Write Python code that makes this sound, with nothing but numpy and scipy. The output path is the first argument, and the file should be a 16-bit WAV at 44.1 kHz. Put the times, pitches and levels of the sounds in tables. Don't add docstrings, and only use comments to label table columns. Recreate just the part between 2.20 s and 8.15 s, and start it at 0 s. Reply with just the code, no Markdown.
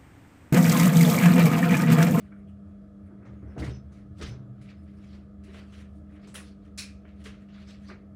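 import sys
import numpy as np
from scipy import signal
from scipy.fft import rfft, irfft
from scipy.io import wavfile
from scipy.ndimage import uniform_filter1d

SR = 44100
rng = np.random.default_rng(int(sys.argv[2]) if len(sys.argv) > 2 else 0)


def boost_factor(decibels):
    exponent = np.asarray(decibels, float) / 20
    return 10 ** exponent


def persist_wave(psi):
    counts = np.round(np.clip(psi, -1, 1) * 32767).astype(np.int16)
    wavfile.write(sys.argv[1], SR, np.atleast_2d(counts).T)


N = 262395

# [f/Hz, level/dB]
AIR = [(30, -56.5), (45, -20.5), (80, 2), (130, -6), (170, -5), (330, -19.5), (680, -21), (820, -33),
       (960, -38), (1130, -32), (1400, -33.5), (2600, -46.5), (5000, -52), (10000, -57), (12500, -63.5),
       (15800, -61.5)]
AIR_DB = -53
# [t/s, f/Hz, level/dB]
MAINS_HUM = [(0, 200, -47.8), (.5, 200, -47.5), (1.8, 200, -49.5), (2.2, 200, -48.3), (3.8, 200, -49),
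             (4.15, 200, -47.8), (4.75, 200, -49.3), (5.3, 200, -48.2), (5.95, 200, -48.7)]
# [f/Hz, width/Hz, level/dB]
APPLIANCE_BANDS = [(301.7, 32, -62), (400, 14, -71.5), (481, 20, -76), (1710, 60, -85), (640.5, 70, -71.5),
                   (1250, 170, -74.5), (54, 4.8, -63)]
WHINE_HZ = 3332
# [t/s, level/dB]
WHINE_LEVEL = [(0, -92.5), (2.5, -93), (3.2, -96), (5.95, -95)]
# [f/Hz, level/dB]
APPLIANCE_OVERTONES = [(301.5, -66), (484.5, -75.5), (600.5, -77.5), (629.8, -78), (1303, -82)]
# [peak t/s, f/Hz, level/dB]
ROOM_BOOMS = [(.0, 81.2, -51), (.15, 73.6, -60), (.3, 84.7, -44), (.48, 84.5, -45.5), (.69, 83.3, -51),
              (.85, 85.8, -46.5), (1.01, 85.5, -52), (1.13, 76.8, -44), (1.27, 71.7, -37.5),
              (1.42, 70.4, -31), (1.5, 71.2, -32.5), (1.66, 73.6, -44.5), (1.92, 85, -46), (2.032, 76, -36),
              (2.04, 50, -44), (2.14, 78.2, -46), (2.4, 83.6, -52)]
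BOOM_RISE_S, BOOM_T60 = 0.027, 0.3
# [start t/s, hold/s, f/Hz, level/dB]
MOTOR_DRONE = [
    (2.56, 0.21, 78.2, -50.5),
    (2.9, 1.05, 75.9, -50),
    (4.14, 0.16, 76.5, -52.5),
    (4.47, 0.14, 74.7, -50.5),
    (4.72, 0.035, 73.9, -45),
    (4.9, 0.19, 74.5, -50.5),
    (5.38, .05, 79, -55),
    (5.47, 0.034, 74.6, -57),
    (5.6, 0.045, 76.2, -51),
    (5.89, 0.015, 78.3, -52),
]
CATCH_S, LET_GO_T60 = 0.041, 0.34
# [f/Hz, t60/s]
ROOM_T60 = [(100, 0.89), (660, 0.42), (1740, 0.38), (4600, 0.33), (8000, 0.25), (12000, 0.2)]
# [f/Hz, level/dB]
FLOOR_DIP = [(740, -0.1), (930, -4.5), (1150, -0.1)]
# [f/Hz, level/dB]
MIC_COLOUR = [(30, 6.5), (7000, -3.5), (9800, 0), (11200, -12.5), (12400, -15.5), (14300, -10.5),
              (15700, -14)]
# [stop t/s, build-up/s, middle level/dB, bright
# level/dB, top level/dB]
SCUFF_STROKES = [(0, .01, -69, -67.5, -77), (.07, 0.16, -62.5, -85, -81), (.295, 0.045, -76, -88, -79),
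                 (.5, .15, -75, -87, -88), (.2, 0.24, -65.5, -94, -84), (.868, 0.058, -66, -102, -81.5),
                 (1.14, .06, -67, -83, -95), (1.31, .04, -63, -90, -92), (1.99, .03, -66, -62, -68),
                 (2.085, .12, -61, -58, -66), (2.93, .06, -72, -66, -90), (2.495, .04, -65, -64, -90),
                 (1.063, 0.096, -56, -96, -95), (1.34, 0.67, -65.5, -103, -87),
                 (1.4, 0.019, -53, -55.5, -59), (1.448, 0.044, -51, -48, -59), (1.495, 0.17, -54, -58, -70),
                 (1.79, 0.18, -65, -74, -81), (2.03, 0.045, -47.5, -44.5, -62), (2.508, 0.15, -58, -64, -83),
                 (2.684, .05, -66, -74, -90), (2.96, 0.34, -63, -63.5, -80), (2.64, .12, -76, -88, -80),
                 (2.845, 0.055, -64.5, -67, -79), (2.79, 0.27, -69, -90, -81),
                 (3.282, 0.045, -56, -69, -97), (3.34, 0.12, -66, -63, -76), (3.392, 0.12, -54, -58.5, -71),
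                (3.604, 0.23, -56.5, -61, -69.5), (3.914, 0.026, -61.5, -88, -90),
                (3.972, .15, -59.5, -76.5, -88), (4.046, 0.071, -60, -62, -82),
                (4.46, 0.091, -67, -73, -84.5), (4.89, 0.06, -61, -74, -88), (5.36, .04, -60, -75, -90),
                (5.07, .05, -64, -68, -67), (5.02, 0.12, -64.5, -67, -79.5), (5.221, 0.061, -66, -74, -82),
                (5.345, 0.03, -56.5, -59.5, -89), (5.42, 0.17, -59, -61, -80.5),
                (5.511, 0.092, -57.5, -53, -72), (5.687, 0.023, -67, -50.5, -73),
                (5.705, 0.032, -45.5, -73, -85), (3.78, 0.24, -83, -81, -81), (3.94, 0.091, -80, -90, -82),
                (4.28, 0.29, -77, -58.5, -77), (5.65, 0.15, -61.5, -68, -78.5)]
# [centre f/Hz, width/Hz]
STROKE_BANDS = [(2100, 2100), (4600, 4000), (9000, 4000)]
BUILD_DB, STROKE_TAIL = 26, 0.81
# [t/s, level/dB, f/Hz, width/Hz, t60/s]
HOLLOW_PARTS = [(.118, -53, 1400, 420, 0.17), (.118, -63, 2250, 200, 0.2), (0.272, -67, 2800, 600, 0.22),
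                (5.475, -64.5, 7700, 550, 0.28), (1.358, -44, 730, 70, 0.13),
                (1.392, -46, 4470, 980, 0.078), (1.3, -55, 590, 300, 0.14), (1.42, -44, 2000, 450, 0.23),
                (2.012, -43, 412, 45, 0.18), (1.395, -37, 308, 30, 0.45), (1.43, -46, 455, 40, 0.2),
                (4.838, -54.5, 630, 80, 0.13), (0.272, -72, 3330, 120, 0.15), (1.045, -60, 1250, 200, 0.4),
                (3.272, -53.5, 377, 50, 0.21), (4.05, -59, 420, 80, 0.22), (4.15, -45.5, 10100, 900, 0.23),
                (4.581, -40.5, 2460, 500, 0.35), (4.581, -34, 4240, 650, 0.22),
                (4.583, -35.5, 5400, 550, 0.2), (5.055, -51.5, 435, 70, 0.2),
                (5.687, -44, 1160, 150.2, 0.1), (5.697, -49.5, 374, 36, 0.2), (5.712, -57, 1840, 700, 0.15),
                (4.072, -64, 7900, 1500, 0.51), (4.137, -61, 13100, 5000, .1),
                (2.024, -51.5, 1240, 70, 0.22), (5.472, -55.5, 5200, 500, .2)]
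# [peak t/s, peak level/dB, f/Hz]
CONTACTS = [(.1263, -50, 1440), (.1641, -55, 1400), (.512, -64, 700), (1.1347, -45, 450),
            (1.2326, -42.5, 330), (1.2374, -46, 330), (1.3665, -38, 500), (1.3768, -34, 450),
            (1.3792, -44, 1600), (1.3838, -43, 1100), (1.3927, -52, 8000), (1.3993, -52, 8000),
            (1.4215, -35, 400), (1.4236, -43, 2000), (1.4283, -38, 450), (1.441, -33.5, 447),
            (1.4495, -37, 450), (1.4997, -51, 1500), (1.5049, -44, 450), (1.5167, -43, 450),
            (1.859, -63, 700), (2.0153, -37, 450), (2.0242, -42, 1300), (2.0244, -48, 8000),
            (2.0288, -49, 8000), (2.038, -44, 1500), (2.079, -50, 1500), (2.1352, -48, 450),
            (2.5164, -53, 1300), (3.3467, -47, 1190), (3.3578, -50, 600), (3.5427, -54, 3500),
            (3.582, -55, 1600), (4.0757, -53, 1300), (4.1428, -42, 9500), (4.144, -46, 1800),
            (4.1532, -38, 3000), (4.1544, -36, 1500), (4.1583, -34, 3120), (4.1604, -39, 10000),
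            (4.169, -41, 2800), (4.1793, -46, 10000), (4.5771, -50, 9000), (4.5783, -48, 2000),
            (4.5828, -35, 5000), (4.5832, -42, 2000), (4.5884, -36, 8000), (4.5908, -30, 4300),
            (4.633, -37, 5000), (4.6882, -55, 1500), (4.8543, -48, 1500), (5.0582, -42, 1600),
            (5.059, -39, 3200), (5.0623, -39, 2100), (5.0663, -46, 450), (5.078, -47, 1500),
            (5.3639, -52, 1200), (5.6968, -46, 1200), (5.7016, -39, 1500), (5.7158, -43, 646)]
SNAP_CYCLES, SNAP_S = 0.45, 0.0003
# [start t/s, length/s, level/dB, f/Hz, width/Hz]
LOOSE_METAL = [(0.774, .12, -99, 10200, 400), (1.156, 0.056, -89, 6600, 253),
               (1.287, 0.033, -78, 5250, 150), (1.484, 0.08, -65.5, 5250, 260),
               (1.503, 0.061, -68, 5970, 380), (2.057, 0.057, -63.5, 5200, 280),
               (2.062, 0.062, -65, 5980, 380), (2.56, 0.031, -82, 5140, 150), (1.271, .03, -85, 5900, 350),
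               (2.763, .05, -86, 5500, 350), (5.33, 0.017, -79, 6750, 250), (5.63, 0.056, -77, 6050, 250)]
# [peak t/s, f/Hz, level/dB]
BOARD_THUMPS = [(.92, 121, -54), (1.1, 116.2, -43.5), (1.245, 298, -53.5), (1.81, 300, -56.5),
                (1.87, 300, -64.5), (1.25, 101, -40.5), (1.38, 126, -36), (1.48, 127, -31.5),
                (1.71, 123.4, -46.5), (1.86, 123.7, -45.5), (1.99, 111, -44), (2.08, 119, -39),
                (2.17, 125.2, -39), (2.31, 125.6, -44.5), (2.41, 126.7, -44.5), (2.56, 130.6, -48),
                (2.68, 131.9, -48.5), (2.86, 124.7, -50.5)]
THUMP_RISE_S, THUMP_T60 = 0.024, 0.46
# [peak t/s, level/dB]
FURNITURE_CREAKS = [(.92, -52.5), (1.03, -51), (1.1, -57), (1.235, -50.5), (1.29, -50), (1.387, -39),
                    (1.435, -34), (1.5, -59), (1.72, -56), (1.86, -66), (2.017, -41), (2.12, -45.5),
                    (2.2, -53), (2.38, -75), (2.8, -59), (2.95, -52.5)]
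CREAK_RISE_S, CREAK_T60 = 0.025, 0.42
# [f/Hz, level/dB]
CREAK_COLOUR = [(60, -38.5), (100, 6.5), (160, 1.5), (230, -3.0), (310, 2), (500, -10.5),
                (900, -20.0), (1500, -18.5), (4000, -73)]
# [low/dB, bright/dB, top/dB]
SURFACE_CLACKS = [(1.058, -63, 15, -5, -24), (1.3849, -49, 12, -3.5, -16), (1.726, -66, 0, 2, -8),
                  (2.017, -41.5, -4, -2.5, -22), (2.4188, -59.5, -31, -6, -7.5), (3.242, -61, -14, -2, -5),
                  (3.346, -47.5, 3, -14, -18.5), (3.5283, -52.5, -10, -10, -17), (4.077, -55.5, 3, -2, -10),
                  (4.1485, -43, -7.5, -4, 1.5), (4.158, -43, -6, -4.5, -8), (4.588, -47, -8, 6.5, 5),
                  (4.5816, -44, -10, 7, 3.5), (4.8542, -58, 3, -40, -40), (5.006, -61.5, -6, -20, -11),
                  (5.0451, -48, -12, -7, -8.5), (5.0597, -43, -8, -9.5, -28), (5.2919, -58, -14, -13, -44),
                  (5.479, -57, -1, -1, -24), (5.692, -61, 14, -12, -33)]
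CONTACT_S = 0.019


def evened(x):
    return x / np.sqrt(np.mean(x ** 2) + 1e-20)


def read(points, hz):
    f, value = np.transpose(points)
    return np.interp(np.log(hz + 1), np.log(f + 1), value)


def follow(rows):
    s, *columns = np.transpose(rows)
    return [np.interp(np.arange(N) / SR, s, c) for c in columns]


def add(mix, s, sound):
    part = mix[max(round(s * SR), 0):][:len(sound)]
    part += sound[:len(part)]


def coloured(x, points):
    gain = boost_factor(read(points, np.fft.rfftfreq(len(x), 1 / SR)))
    return irfft(rfft(x) * gain, len(x))


def resonate(x, hz, width):
    r = np.exp(-np.pi * width / SR)
    pole = r * np.exp(2j * np.pi * hz / SR)
    once = signal.lfilter([1 - r], [1, -pole], x)
    return 2 * signal.lfilter([1 - r], [1, -pole], once).real


def ringing_noise(length, hz, width):
    return evened(resonate(rng.standard_normal(length), hz, width))


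def patchy(shape, across, along):
    patches = uniform_filter1d(rng.standard_normal(shape), size=across, axis=0)
    return evened(uniform_filter1d(patches, size=along, axis=1))


def tone(turn, rough, width):
    shake = [ringing_noise(N, 0, width) for _ in range(2)]
    shaken = turn * (1 + rough * (shake[0] + 1j * shake[1]))
    return shaken.real / np.sqrt(.5 + rough ** 2)


def swell(s, hold, rise, t60):
    t = np.arange(N) / SR - s
    return np.exp(-(np.minimum(t, 0) / rise) ** 2) * boost_factor(-60 * np.maximum(t - hold, 0) / t60)


def rung(rows, rise, t60):
    t = np.arange(N) / SR
    return sum(boost_factor(db) * swell(s, hold, rise, t60) * np.exp(2j * np.pi * hz * t)
               for s, hold, hz, db in rows)


def without_hold(rows):
    return np.insert(rows, 1, 0, axis=1)


def air(patchy_db=1.17):
    hz = np.fft.rfftfreq(2048, 1 / SR)
    shape = (len(hz), N // 512 + 5)
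    z = rng.standard_normal(shape) + 1j * rng.standard_normal(shape)
    z = z * boost_factor(read(AIR, hz)[:, None] + patchy_db * patchy(shape, 20, 8))
    return boost_factor(AIR_DB) * evened(signal.istft(z, nperseg=2048, noverlap=1536)[1][:N])


def appliances():
    hz, db = follow(MAINS_HUM)
    hum = boost_factor(db) * np.exp(2j * np.pi * np.cumsum(hz) / SR)
    bands = sum(boost_factor(db) * ringing_noise(N, hz, width) for hz, width, db in APPLIANCE_BANDS)
    whine = boost_factor(follow(WHINE_LEVEL)[0]) * ringing_noise(N, WHINE_HZ, 90)
    return tone(hum, rough=0.18, width=15.2) + bands + whine


def overtones():
    t = np.arange(N) / SR
    turn = sum(boost_factor(db) * np.exp(2j * np.pi * hz * t) for hz, db in APPLIANCE_OVERTONES)
    return tone(turn, rough=0.39, width=6.0)


def low_room_mode():
    booms = rung(without_hold(ROOM_BOOMS), BOOM_RISE_S, BOOM_T60)
    drone = rung(MOTOR_DRONE, CATCH_S, LET_GO_T60)
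    return tone(drone + booms, rough=0.26, width=8)


def scuffs(grit_db=1.1, patchy_db=2.4, low_db=-8, top_db=-1):
    hz, t, z = signal.stft(rng.standard_normal(N + 512), SR, nperseg=512, noverlap=384)
    centres, widths = np.transpose(STROKE_BANDS)
    power, t60 = np.zeros(z.shape), STROKE_TAIL * read(ROOM_T60, hz)[:, None]
    for s, build, *levels in SCUFF_STROKES:
        mid, bright, top = levels - 10 * np.log10(widths / SR * 2)
        colour = [(300, mid - 40), (800, mid + low_db), *zip(centres, (mid, bright, top)),
                  (14500, top + top_db), (16000, top - 8.)]
        near = (t > s - 2 * build) & (t < s + .5)
        late = t[near] - s
        shape_db = BUILD_DB * np.minimum(late, 0) / build - 60 * np.maximum(late, 0) / t60
        power[:, near] += boost_factor(read(colour, hz)[:, None] + shape_db) ** 2
    z = z * np.sqrt(power) * boost_factor(patchy_db * patchy(z.shape, 8, 8))
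    rubbing = signal.istft(z, SR, nperseg=512, noverlap=384)[1][:N]
    grit = boost_factor(grit_db * evened(uniform_filter1d(rng.standard_normal(N), size=200)))
    return grit * rubbing


def tick(s, db, hz, width, t60, clean=0.55):
    t = np.arange(16000) / SR
    struck = clean * np.exp(-width / 300) * 2 * np.sin(2 * np.pi * hz * t)
    ring = evened(ringing_noise(len(t), hz, width) + struck)
    return s, boost_factor(db - 60 * t / t60) * ring * (1 - np.exp(-t / 0.0056))


def snaps():
    mix, t = np.zeros(N), np.arange(1200) / SR
    for s, db, hz in CONTACTS:
        rise = SNAP_CYCLES / hz + SNAP_S
        pulse = t / rise * np.exp(1 - t / rise)
        add(mix, s - rise, boost_factor(db) * pulse * np.cos(2 * np.pi * (hz * t + rng.random())))
    return mix


def rattle(t60=0.18):
    mix, t = np.zeros(N), np.arange(12000) / SR
    for s, length, db, hz, width in LOOSE_METAL:
        ring = ringing_noise(len(t), hz, width)
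        fading = boost_factor(db - 60 * np.maximum(t - length, 0) / t60)
        add(mix, s, fading * np.minimum(t / 0.005, 1) * ring)
    return mix


def boards():
    thump = tone(rung(without_hold(BOARD_THUMPS), THUMP_RISE_S, THUMP_T60), rough=0.5, width=35.0)
    creak = evened(coloured(rng.standard_normal(N), CREAK_COLOUR))
    load = np.sqrt(sum((boost_factor(db) * swell(s, 0, CREAK_RISE_S, CREAK_T60)) ** 2
                       for s, db in FURNITURE_CREAKS))
    return thump + load * creak


def clack(s, db, low_db, bright_db, top_db, lead=.006, build=0.0012, lumpy_db=2.0):
    hz, t, z = signal.stft(rng.standard_normal(24000), SR, nperseg=256)
    colour = [(60, low_db - 31), (300, low_db + 7.0), (800, low_db), (1300, 0), (3000, 0.003),
              (4500, bright_db), (6500, bright_db), (9500, top_db - 2.5), (11000, top_db + 4.5),
              (12200, top_db - 7.0), (16000, top_db - 2.5)]
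    fading_db = -60 * np.maximum(t - CONTACT_S, 0) / read(ROOM_T60, hz)[:, None]
    lumps_db = lumpy_db * patchy(z.shape, 3, 10)
    z = z * boost_factor(read(colour, hz)[:, None] + fading_db + lumps_db)
    tail = signal.istft(z, SR, nperseg=256)[1]
    return s - lead, boost_factor(db + 3.0) * tail * (1 - np.exp(-np.arange(len(tail)) / SR / build))


def handling():
    mix = scuffs()
    for row in HOLLOW_PARTS:
        add(mix, *tick(*row))
    for row in SURFACE_CLACKS:
        add(mix, *clack(*row))
    return coloured(coloured(mix, FLOOR_DIP), MIC_COLOUR)


def scene():
    steady = air() + appliances() + overtones()
    moved = low_room_mode() + handling() + snaps() + rattle() + boards()
    return (steady + moved)[None]


def trimmed(x, audible_db=-120.6, rise_db=7.):
    hz, t, z = signal.stft(x, SR, nperseg=1024, noverlap=512)
    power = uniform_filter1d(uniform_filter1d(abs(z) ** 2, size=12, axis=0), size=2, axis=1)
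    level_db = 10 * np.log10(power + 1e-30)
    over_db = level_db - audible_db - rise_db * (hz[:, None] - 13000) / 3000
    kept = np.maximum.accumulate(np.clip(over_db + .5, 0, 1)[::-1], axis=0)[::-1]
    z = z * np.where(hz[:, None] < 12500, 1, kept)
    return signal.istft(z, SR, nperseg=1024, noverlap=512)[1][:N]


def top_cut(x):
    return signal.sosfilt(signal.butter(12, 15980, fs=SR, output="sos"), x)


def record(dry):
    low_cut = signal.butter(4, 40., "high", fs=SR, output="sos")
    cut = signal.sosfilt(low_cut, dry[0])
    band_limit = signal.firwin(511, 15900, window=("kaiser", 9), fs=SR)
    limited = signal.oaconvolve(trimmed(cut), band_limit, "same")
    return top_cut(limited[None])


dry = scene()
out = record(dry)
persist_wave(out)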